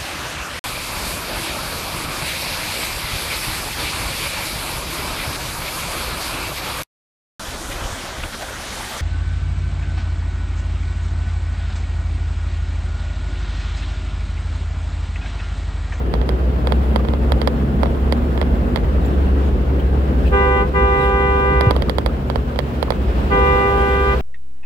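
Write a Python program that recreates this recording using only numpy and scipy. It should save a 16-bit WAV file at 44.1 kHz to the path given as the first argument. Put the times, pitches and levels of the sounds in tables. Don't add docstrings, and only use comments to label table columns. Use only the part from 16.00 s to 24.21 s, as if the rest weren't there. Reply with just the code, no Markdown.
import sys
import numpy as np
from scipy import signal
from scipy.fft import rfft, irfft
from scipy.io import wavfile
from scipy.ndimage import uniform_filter1d, minimum_filter1d, map_coordinates

SR = 44100
rng = np.random.default_rng(int(sys.argv[2]) if len(sys.argv) > 2 else 0)


def waveform_to_disk(signal):
    frames = np.transpose(np.atleast_2d(signal))
    scaled = np.clip(frames, -1, 1) * 32767
    samples = np.round(scaled).astype(np.int16)
    wavfile.write(sys.argv[1], SR, samples)


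def ratio(d):
    e = np.asarray(d, float) / 20
    return 10 ** e


N = 362061

# start_s, firing_hz, firing_db, load [0-1]
ENGINE_COURSE = [(0.0, 61.8, -19, 0), (0.3, 62.26, -19.5, 0.46), (0.75, 63.82, -16.5, 0.95),
                 (1.25, 65.47, -18.5, 0.99), (1.75, 66.8, -20, 1), (2.5, 69, -19, 0.95),
                 (2.68, 68.45, -30, 0.97), (2.92, 68.14, -17.5, 0.35), (3.5, 67.55, -17, 0.17),
                 (4.25, 67.25, -18, 0.59), (4.7, 66.2, -21.5, .3), (5.25, 66.9, -21, 0.6),
                 (5.7, 65.18, -19, 0), (6.05, 66.77, -26, 0.86), (6.75, 68.06, -24, 0.87),
                 (7.25, 67.06, -23, .25), (7.75, 66.4, -22.5, 0.83), (8.21, 65.7, -18.5, 0.1)]
# start_s, coarseness_db, traffic_db
ROAD_COURSE = [(0.0, -1.5, -1.5), (0.9, -1, 0), (1.65, 1, -0.5), (2.22, 0.5, 0), (2.81, 1.5, -0.5),
               (3.16, 1.5, 0.5), (3.75, 0, -1), (4.25, 0.5, 0.5), (5.12, -5.5, -0.5), (5.78, 0.5, 0),
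               (6.08, -2.5, -2), (6.63, -7, 0.5), (6.88, -4, 0.5), (7.45, -1, 5), (7.8, -3.5, 5),
               (8.21, -5, 5.5)]
# down_s, up_s, level_db, release_stretch [ratio]
BLAST_TIMES = [
    (4.31, 4.611, 0.7, 1.07),
    (4.731, 5.705, 0.33, 0.6),
    (7.296, 8.133, 0.7, 0.7),
]


def curves(rows):
    s, *cols = np.transpose(rows)
    return [np.interp(np.arange(N) / SR, s, c) for c in cols]


def unit(x):
    return x / np.sqrt(np.mean(x ** 2) + 1e-20)


def wobble(rate):
    return map_coordinates(rng.standard_normal(int(N * rate / SR) + 4), [np.arange(N) * rate / SR])


def turns(hz):
    return 2 * np.pi * np.cumsum(hz) / SR


def rush(table, lo_hz, hi_hz, patchy_db):
    z = signal.stft(rng.standard_normal((2, N)), nperseg=512)[2]
    field = uniform_filter1d(rng.standard_normal(z.shape[1:]), size=5, axis=0)
    field = uniform_filter1d(field, size=8, axis=1)
    patchy = signal.istft(z * ratio(patchy_db * unit(field)), nperseg=512)[1][:, :N]
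    a, b = rfft(patchy)
    f = np.fft.rfftfreq(N, 1 / SR)
    hz, *cols = np.transpose(table)
    left_db, right_db, alike = (np.interp(np.log(f + 1), np.log(hz), c) for c in cols)
    u = np.arccos(np.clip(alike, -1, 1)) / 2
    left = np.cos(u) * a + np.sin(u) * b
    right = np.cos(u) * a - np.sin(u) * b
    pair = ratio([left_db, right_db]) * [left, right]
    band = irfft(pair.mean(0) * (f > lo_hz) * (f < hi_hz), N)
    top_hz = 15850
    return irfft(pair * (f < top_hz), N) / np.std(band)


def knocks(rows, attack):
    out, t = np.zeros(N + SR), np.arange(9000) / SR
    for s, hz, db, t60 in rows:
        swing = ratio(db - 60 * t / t60) * (1 - np.exp(-t / attack))
        out[round(s * SR):][:len(t)] += swing * np.sin(2 * np.pi * hz * t)
    return out[:N]


def port_hiss():
    # frequency_hz, left_db, right_db, coherence [-1 to 1]
    port_spectrum = [(9000, -29, -32, .01), (12600, -28, -17, .01), (14600, -16, 26, .01),
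                     (15900, -9, 13, .01)]
    return ratio(-67.0) * rush(port_spectrum, 12000, 16000, patchy_db=-1.0)


def air_puffs():
    # centre_s, half_length_s, level_db
    puff_times = [(3.059, 0.027, -57), (3.14, .015, -60), (3.264, 0.011, -61), (3.461, .025, -59),
                  (3.62, .01, -63), (3.802, 0.013, -58), (4.276, 0.018, -54), (5.03, 0.071, -54),
                  (7.24, .03, -60)]
    # frequency_hz, left_db, right_db, coherence [-1 to 1]
    puff_spectrum = [(1490, -22, -24, .1), (2640, 21.5, 7, .1), (3700, 4, 15, .1), (5000, -7, -6, .1),
                     (8000, 3, -16, .1), (11000, -10, -12, .1), (15000, -5, -1, .1)]
    t = np.arange(N) / SR
    swell = sum(ratio(db) * np.exp(-((t - s) / half) ** 2) for s, half, db in puff_times)
    return swell * rush(puff_spectrum, 5000, 15500, patchy_db=5.5)


def road():
    # frequency_hz, left_db, right_db, coherence [-1 to 1]
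    drone_spectrum = [(18, -29, -30, 0.88), (30, -8, -9, 0.88), (48, 10.5, 12.5, 0.95), (73, 7.5, 11, 0.99),
                      (85, 4, 1.5, 1), (202, 1, 3, 0.87), (335, -1, -2, 0.85), (521, -7, -10.5, 0.88),
                      (970, -51.5, -64, .2)]
    roar_spectrum = [(249, -1.5, -21, 0.99), (460, 4.5, 2.5, 0.62), (702, -1, 0.5, 0.041),
                     (955, -2, -7, -0.5), (1540, -10.5, -7, -0.37), (2080, -16.5, -19, 0.44),
                     (3200, -33, -42, -0.71), (5000, -60, -63, .1)]
    tyre_spectrum = [(1460, 0, 7.5, -.1), (2700, 11, 9, 0.071), (3400, 4, 6, 0.06),
                     (4750, -0.5, -2.5, 0.036), (5700, -4.5, -8, .05), (7360, -10, -40, .05),
                     (9100, -10.5, -23, .05), (12000, -28, -35, .05)]
    hiss_spectrum = [(5000, -35, -30, .05), (7100, 2.5, -44, .05), (9400, -9.5, -4, .05),
                     (10800, -5.5, -5, .05), (13000, -16, -3.5, .05), (15900, -16, 0.5, .05)]
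    # level_db, coarseness_share [ratio], traffic_share [ratio], full_load_db
    layers = [
        (-25, 0.86, .01, -0.5),
        (-39.5, 0.3, 0.55, 0.4),
        (-59.5, .01, 1.03, -0.93),
        (-67, .01, 1.1, 3.5),
    ]
    coarse_db, traffic_db = curves(ROAD_COURSE)
    load = curves(ENGINE_COURSE)[2]
    drone_db, roar_db, tyre_db, hiss_db = (
        db + a * coarse_db + b * traffic_db + load_db * load for db, a, b, load_db in layers)
    shake = wobble(45)
    drone = ratio(drone_db) * rush(drone_spectrum, 87, 354, patchy_db=1.0)
    roar = ratio(roar_db + 1.0 * shake) * rush(roar_spectrum, 569, 740, patchy_db=1.12)
    tyre = ratio(tyre_db + 0.73 * shake) * rush(tyre_spectrum, 4225, 5330, patchy_db=0.8)
    hiss = ratio(hiss_db + 1.0 * shake) * rush(hiss_spectrum, 7200, 13300, patchy_db=1.5)
    return drone + roar + tyre + hiss


def panels():
    # frequency_hz, level_db, wavering_per_s
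    panel_modes = [(139.6, -35.5, 14), (376.8, -40, 16), (434, -42, 16), (270.6, -41.5, 10)]
    t = np.arange(N) / SR
    hum = np.zeros(N)
    for hz, db, rate in panel_modes:
        waver = wobble(rate) + 1j * wobble(rate)
        hum += ratio(db) * np.imag(waver * np.exp(2j * np.pi * hz * t))
    return hum * ratio([[-1.2], [1.2]])


def passing_car():
    t = np.arange(N) / SR
    centre_s, half_length_s, hum_hz, hum_db = 7, 1.1, 113.5, -34.5
    swell = ratio(hum_db) * np.exp(-((t - centre_s) / half_length_s) ** 4)
    return np.sqrt(2) * swell * np.sin(2 * np.pi * hum_hz * t) * ratio([[.3], [-.3]])


def cab_boom():
    # centre_s, level_db
    jolts = [(0.16, -17), (0.4, -39), (1.2, -21), (1.42, -32), (1.58, -25), (2.4, -35), (2.58, -30),
             (2.79, -25), (3.0, -18), (3.35, -36), (3.6, -25), (3.86, -22), (4.25, -19), (4.37, -21),
             (4.6, -24), (4.85, -22), (5.1, -19), (5.54, -24), (5.81, -26), (6.1, -22), (6.42, -26),
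             (6.82, -37), (7.13, -18), (7.39, -19), (7.8, -31), (8.1, -32)]
    rise_s, fall_s, rest_db = 0.069, 0.062, -33.5
    t = np.arange(N) / SR
    swell = ratio(rest_db)
    for s, db in jolts:
        swell = swell + ratio(db) * np.exp(-((t - s) / np.where(t < s, rise_s, fall_s)) ** 2)
    return np.sqrt(2) * swell * np.sin(turns(54.2 + 1.6 * wobble(12))) * ratio([[.3], [-.3]])


def engine():
    # firing_multiple, level_db
    steady_orders = [(.75, -51), (2, -38), (4, -43), (1.5, -41.5)]
    hz, firing_db, load = curves(ENGINE_COURSE)
    phase = turns(hz) + 0.21 * wobble(9)
    third_peak_db, floor_panel_hz, floor_panel_width_hz = -33.5, 203.6, 3.9
    detune = (3 * hz - floor_panel_hz) / floor_panel_width_hz
    third_db = third_peak_db - 10 * np.log10(1 + detune ** 4)
    third_db = third_db + 1.4 * wobble(3.3) + .9 * curves(ROAD_COURSE)[0]
    full_load_whine_db, load_range_db = -28.5, 39
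    whine_db = full_load_whine_db + load_range_db * (load - 1) + 1.6 * wobble(8.7)
    orders = [(1, firing_db + 0.35 * wobble(11)), (3, third_db), (7 / 2, whine_db)] + steady_orders
    note = np.zeros(N)
    for k, db in orders:
        note += ratio(db + 0.73 * wobble(6.1)) * np.sin(k * phase + 6 * rng.random())
    t = np.arange(N) / SR
    whistle = ratio(-54 - 9 * t) * np.sin(51.0 * phase)
    return np.sqrt(2) * note * ratio([[.3], [-.3]]) + whistle * [[.5], [1]]


def bump():
    # start_s, frequency_hz, peak_db, t60_s
    bump_modes = [
        (5.668, 106.1, 2.5, 0.073),
        (5.669, 142.5, -15, 0.0794),
    ]
    return knocks(bump_modes, attack=0.0032)


def padded_knocks():
    # start_s, frequency_hz, peak_db, t60_s
    nudges = [(.9935, 1178, -17, .03), (1.972, 800, -27, 0.022), (2.183, 1197, -26, .02),
              (2.983, 1300, -18, 0.021), (5.753, 1153, -15, 0.024), (5.785, 1150, -22, .025),
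              (5.886, 1200, -13, .02), (6.094, 1250, -20, .03), (6.119, 897, -24, .02),
              (6.276, 800, -26, 0.019), (6.876, 1300, -21, .015), (6.882, 1050, -12, 0.016)]
    return knocks(nudges, attack=0.0011) * ratio([[-14], [0]])


def seal_squeaks():
    # start_s, frequency_hz, peak_db, t60_s
    squeaks = [(2.992, 7200, -49, 0.024), (3.036, 7300, -42, .02), (3.058, 7300, -29, 0.021),
               (3.054, 13800, -47, .1), (3.054, 14500, -44, .1)]
    return knocks(squeaks, attack=0.0031) * ratio([[.5], [-6]])


def flight(s, db):
    # tap_s, delay_s
    odd_flights = [(0.2148, .0115), (1.858, .0105), (2.3771, .012), (2.4148, .0126), (6.9054, .0163)]
    usual_s = .013 + .0002 * (db + 20.5)
    return next((delay for tap, delay in odd_flights if abs(tap - s) < .003), usual_s)


def panel_ring(t, modes, db, low_db):
    hz, level_db, t60, ms = np.transpose(modes)[:, :, None]
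    scatter = rng.standard_normal((2, len(modes), 1))
    age = np.maximum(t - ms / 1000, 0)
    low_colour_db = (hz < 1200) * (low_db - 10.5)
    hard_colour_db = (hz > 4000) * 0.85 * (db + 20.5)
    colour_db = low_colour_db + hard_colour_db + 1.6 * scatter[0]
    rise_s = np.where(hz < 1200, 0.00015, .00007)
    swing = ratio(db + 19.5 + level_db + colour_db - 60 * age / t60) * (1 - np.exp(-age / rise_s)) ** 2
    ring = -swing * np.sin(2 * np.pi * hz * (1 + scatter[1] / 80) * age)
    return ring.sum(0)


def trim():
    # start_s, level_db, low_ring_db, rebound_db
    taps = [(0.139, -21.5, 8.5, -11), (0.2148, -27.5, 8, -12), (0.2911, -21, 7, -34),
            (0.672, -21, 7.5, -22), (0.722, -20.5, 10, -34), (0.96, -17.5, 11, -34), (1.05, -31, 11, -20),
            (1.0858, -27, 9.5, -20), (1.1362, -27.5, 12, -12), (1.3205, -17.5, 10, -35),
            (1.4161, -20.5, 7, -15), (1.4744, -16, 11, -21), (1.8326, -19.5, 11.5, -32),
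            (1.858, -29, 12, -5), (2.124, -18, 7.5, -39), (2.3766, -27, 9.5, -20), (2.4145, -21, 8, -8),
            (2.7598, -18, 6.5, -11), (5.6096, -18.5, 9, -28), (5.709, -17, 10, -41), (5.7642, -22, 11, -26),
            (5.822, -20.5, 8, -30), (5.8961, -17.5, 7, -25), (5.984, -17.5, 9, -27), (6.0616, -18, 9, -18),
            (6.3, -22.5, 10.5, -16), (6.358, -21.5, 10.5, -28), (6.5898, -18, 9.5, -17),
            (6.8276, -18, 9.5, -30), (6.905, -17.5, 11, -10.5)]
    # start_s, level_db
    grazes = [(0.5628, -42), (1.4535, -46), (1.9485, -38), (2.0778, -39), (3.048, -35), (6.5596, -30.5)]
    # frequency_hz, level_db, t60_s, arrival_ms
    near_modes = [(476, -12.5, 0.026, 0.95), (497, -8, 0.022, 1.01), (925, 2, 0.0064, 0.019),
                  (1150, -13, 0.021, 0.65), (1814, -17.5, 0.014, 0.46), (2044, -14, 0.011, 0.049),
                  (3280, -13, 0.01, 0.027), (4020, -24, 0.0079, 0.13), (4720, -19, 0.0068, 0.15),
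                  (9160, -30, 0.008, 0.034), (10480, -28, 0.0058, 0.01), (11750, -29.5, 0.0056, 0.019),
                  (13600, -31, .003, 0.023), (15700, -35, .003, .02)]
    far_modes = [(330, -19, 0.025, 1.3), (563, -23, 0.025, 1.2), (1230, -24, .008, 1.0),
                 (2200, -33, 0.0062, 0.4), (3230, -30, 0.009, 0.17), (4100, -33, .006, .3),
                 (7440, -39, 0.006, 0.2), (8900, -42, .004, .05), (10300, -43, .004, .05),
                 (13000, -45, .003, .05), (15500, -46, .003, .05)]
    out, t = np.zeros((2, N + SR)), np.arange(2400) / SR
    chatter_pass = signal.butter(4, [600, 5000], "bandpass", fs=SR, output="sos")
    chatter_notch = signal.butter(1, [2350, 3000], "bandstop", fs=SR, output="sos")
    chatter_band = np.vstack([chatter_pass, chatter_notch])
    rebounds = [(s + flight(s, db), db + back_db) for s, db, _, back_db in taps]
    soft_ring_db = 11.5
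    contacts = [row[:3] for row in taps] + [(s, db, soft_ring_db) for s, db in rebounds + grazes]
    for s, db, low_db in contacts:
        for port, modes, chatter_db in zip(out, (far_modes, near_modes), (-5, 4)):
            ring = panel_ring(t, modes, db, low_db)
            chatter = ratio(db + chatter_db - 60 * t / 0.021) * (1 - np.exp(-t / 0.0023))
            rattle = signal.sosfilt(chatter_band, chatter * rng.standard_normal(len(t)))
            port[round(s * SR) - 4:][:len(t)] += ring + rattle
    glass_s, glass_db = .0068, -18
    lag = round(glass_s * SR)
    out[:, lag:] += ratio(glass_db) * out[:, :-lag].copy()
    return out[:, :N]


def echo(rows, multiple, t, down):
    gain = np.ones(N, complex)
    for k, share, beat_hz, dip, db in rows:
        if k == multiple:
            during = down == down[min(round((dip + .005) * SR), N - 1)]
            gain[during] = ratio(db) * (1 - share * np.exp(2j * np.pi * beat_hz * (t[during] - dip)))
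    return gain


def horn(pitch, drive, tone, presses, echoes):
    pitch_hz, start_hz, glide = pitch
    attack, over_db, sag_db, release, end_hz = drive
    t = np.arange(N) / SR
    press = np.clip(np.searchsorted([row[0] for row in BLAST_TIMES], t) - 1, 0, None)
    down, up, db, stretch = np.transpose(BLAST_TIMES)[:, press]
    lag_ms, offset_hz, climb = np.transpose(presses)[:, press]
    age = np.maximum(t - down, 0)
    gone = np.maximum(t - up, 0) / (release * stretch)
    settle_s = 0.022
    drive_db = db + over_db * np.exp(-age / settle_s) - sag_db * age - 8 * gone ** 2
    drive_db = np.maximum(drive_db + 20 * np.log10(np.minimum(age / attack, 1) + 1e-6), -120)
    bend = turns(start_hz * np.exp(-age / glide) * (age > 0) + end_hz * np.tanh(gone) ** 2)
    phase = 2 * np.pi * ((pitch_hz + offset_hz) * (age - lag_ms / 1000) + climb * age ** 2 / 2)
    phase = phase + bend - np.interp(down, t, bend) + 0.04 * wobble(54)
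    stir = np.interp(t, [5.8, 7.2], [.018, .045])
    out = np.zeros((2, N))
    for k, left_db, right_db, lead in tone:
        slack_db = np.minimum(drive_db + 1.0, 0) * (0.24 * k - 0.3684)
        swing = ratio(drive_db + slack_db - 2.3 * (k - 0.5) * np.minimum(gone, 3))
        rate = 6 + 2 * min(k, 8)
        for port, level_db, shift, rows in zip(out, (left_db, right_db), (lead / 2, -lead / 2), echoes):
            waver = 1 + stir * min(k, 8) ** .8 * (wobble(rate) + 1j * wobble(rate))
            turning = np.exp(1j * (k * phase + k * k / 2 + shift))
            port += ratio(level_db) * swing * np.imag(waver * echo(rows, k, t, down) * turning)
    return np.sqrt(2) * out


def low_horn():
    # multiple, left_db, right_db, left_lead_rad
    low_partials = [(1, -25, -21.5, 0.45), (2, -25.5, -23, 1.9), (3, -28, -23.5, 1.05),
                    (4, -29, -32.5, 2.5), (5, -26, -43.5, 1.7), (6, -34.5, -41, -1), (7, -36.3, -40, -1.9),
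                    (8, -43.5, -43.5, -2.9), (9, -46.5, -57, 1.6), (10, -64, -64, 5.5), (11, -79, -83, -1),
                    (12, -85, -76, -8), (13, -75, -76, 2), (14, -59.5, -72, 3.5), (15, -64, -76, -0.5),
                    (16, -87, -80, 8), (17, -76, -84, -1), (18, -65, -87, 4), (19, -64, -85, 3),
                    (20, -66, -88, 2)]
    # contact_lag_ms, pitch_offset_hz, climb_hz_per_s
    low_presses = [(0, -.2, 0), (0, -.253, .56), (0, -.085, .147)]
    # multiple, echo_share [0-1], beat_hz, deepest_dip_s, mean_gain_db
    low_left = [(1, .4, 1, 4.56, 3), (3, .1, 4.9, 4.35, 1), (4, .1, 2.6, 4.54, .7), (7, .2, 4.9, 4.31, .8),
                (2, .4, 1.1, 4.82, -1), (3, .2, 2.5, 4.91, 0), (4, .2, 2.7, 4.95, .7),
                (6, .1, .9, 4.84, .7), (7, .3, 4.7, 4.93, -2), (8, .4, 1, 5.58, -1.5),
                (1, .2, 2.5, 7.52, .5), (2, .2, 1.9, 7.56, .3), (3, .3, 1.4, 7.94, .8),
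                (4, .4, 1.3, 7.68, -1.3), (5, .2, .6, 8.12, 0), (9, .2, 2.1, 7.31, 1.5),
                (6, .2, 1.5, 7.83, .3), (7, .3, .5, 8, 1.3)]
    low_right = [(1, .2, 2.3, 4.53, 0), (3, .1, 3.4, 4.47, -1), (4, .7, 1.2, 4.48, 2.3),
                 (6, .3, 4.9, 4.4, -2.7), (8, .6, 1.2, 4.48, 4.4), (4, .3, 2.6, 4.83, 0),
                 (7, .2, 4.8, 4.88, .3), (2, .4, .7, 8.13, -1.5), (3, .2, 2.1, 7.42, 1.2),
                 (4, .2, 4.1, 7.41, 1.3), (6, .5, 1.7, 7.8, .6), (7, .6, 2.7, 7.52, -5),
                 (8, .7, .7, 7.72, 2.9)]
    pitch = (397.62, 3.5, .03)  # pitch_hz, starting_rise_hz, settling_s
    drive = (0.033, 1.6, 1.9, 0.038, 23)  # attack_s, overshoot_db, sag_db_per_s, release_s, end_rise_hz
    return horn(pitch, drive, low_partials, low_presses, (low_left, low_right))


def high_horn():
    # multiple, left_db, right_db, left_lead_rad
    high_partials = [(1, -32, -22.5, -.4), (2, -21.3, -24, 2), (3, -43, -27, -1), (4, -32.3, -41, 1.7),
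                     (5, -50, -50, 3), (6, -53, -60, -2), (7, -62, -60, -1.8), (8, -64, -67, 2)]
    # contact_lag_ms, pitch_offset_hz, climb_hz_per_s
    high_presses = [(.258, .358, 0), (.091, .055, -.13), (.407, -.403, .549)]
    # multiple, echo_share [0-1], beat_hz, deepest_dip_s, mean_gain_db
    high_left = [(2, .1, 4.9, 4.31, -1.7), (2, .3, 1.6, 5.11, -.7), (2, .4, .5, 8, 0),
                 (4, .1, 1, 7.5, -2.5)]
    high_right = [(1, .2, 4.9, 4.39, .2), (2, .7, 2.6, 4.6, -2.5), (2, .5, 1.8, 5.26, -1.6),
                  (3, .2, .9, 4.9, -.8), (1, .3, 1.2, 7.88, -1), (2, .2, .8, 7.98, -.4),
                  (3, .2, 1.1, 7.57, 0), (4, .3, 1, 7.5, -6)]
    pitch = (498, 1.2, .03)  # pitch_hz, starting_rise_hz, settling_s
    drive = (0.03, 0.78, 2.9, 0.06, 5.5)  # attack_s, overshoot_db, sag_db_per_s, release_s, end_rise_hz
    return horn(pitch, drive, high_partials, high_presses, (high_left, high_right))


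def two_tone_horn():
    tones = low_horn() + high_horn()
    lorry_echo_s, lorry_echo_db = .048, -24
    lag = round(lorry_echo_s * SR)
    tones[:, lag:] += ratio(lorry_echo_db) * tones[:, :-lag].copy()
    return tones


def scene():
    background = port_hiss() + air_puffs() + road() + panels() + passing_car()
    cab = cab_boom() + engine() + bump()
    contacts = padded_knocks() + seal_squeaks() + trim()
    return background + cab + contacts + two_tone_horn()


def band_limit(x):
    return signal.sosfilt(signal.butter(12, 16980, fs=SR, output="sos"), x)


def record(dry):
    top_hz = 16650
    x = irfft(rfft(dry) * (np.fft.rfftfreq(N, 1 / SR) < top_hz), N)
    need = np.minimum(1, .97 / (np.abs(x).max(0) + 1e-9))
    gain = uniform_filter1d(minimum_filter1d(need, size=45), size=23)
    return band_limit(x * gain)


dry = scene()
out = record(dry)
waveform_to_disk(out)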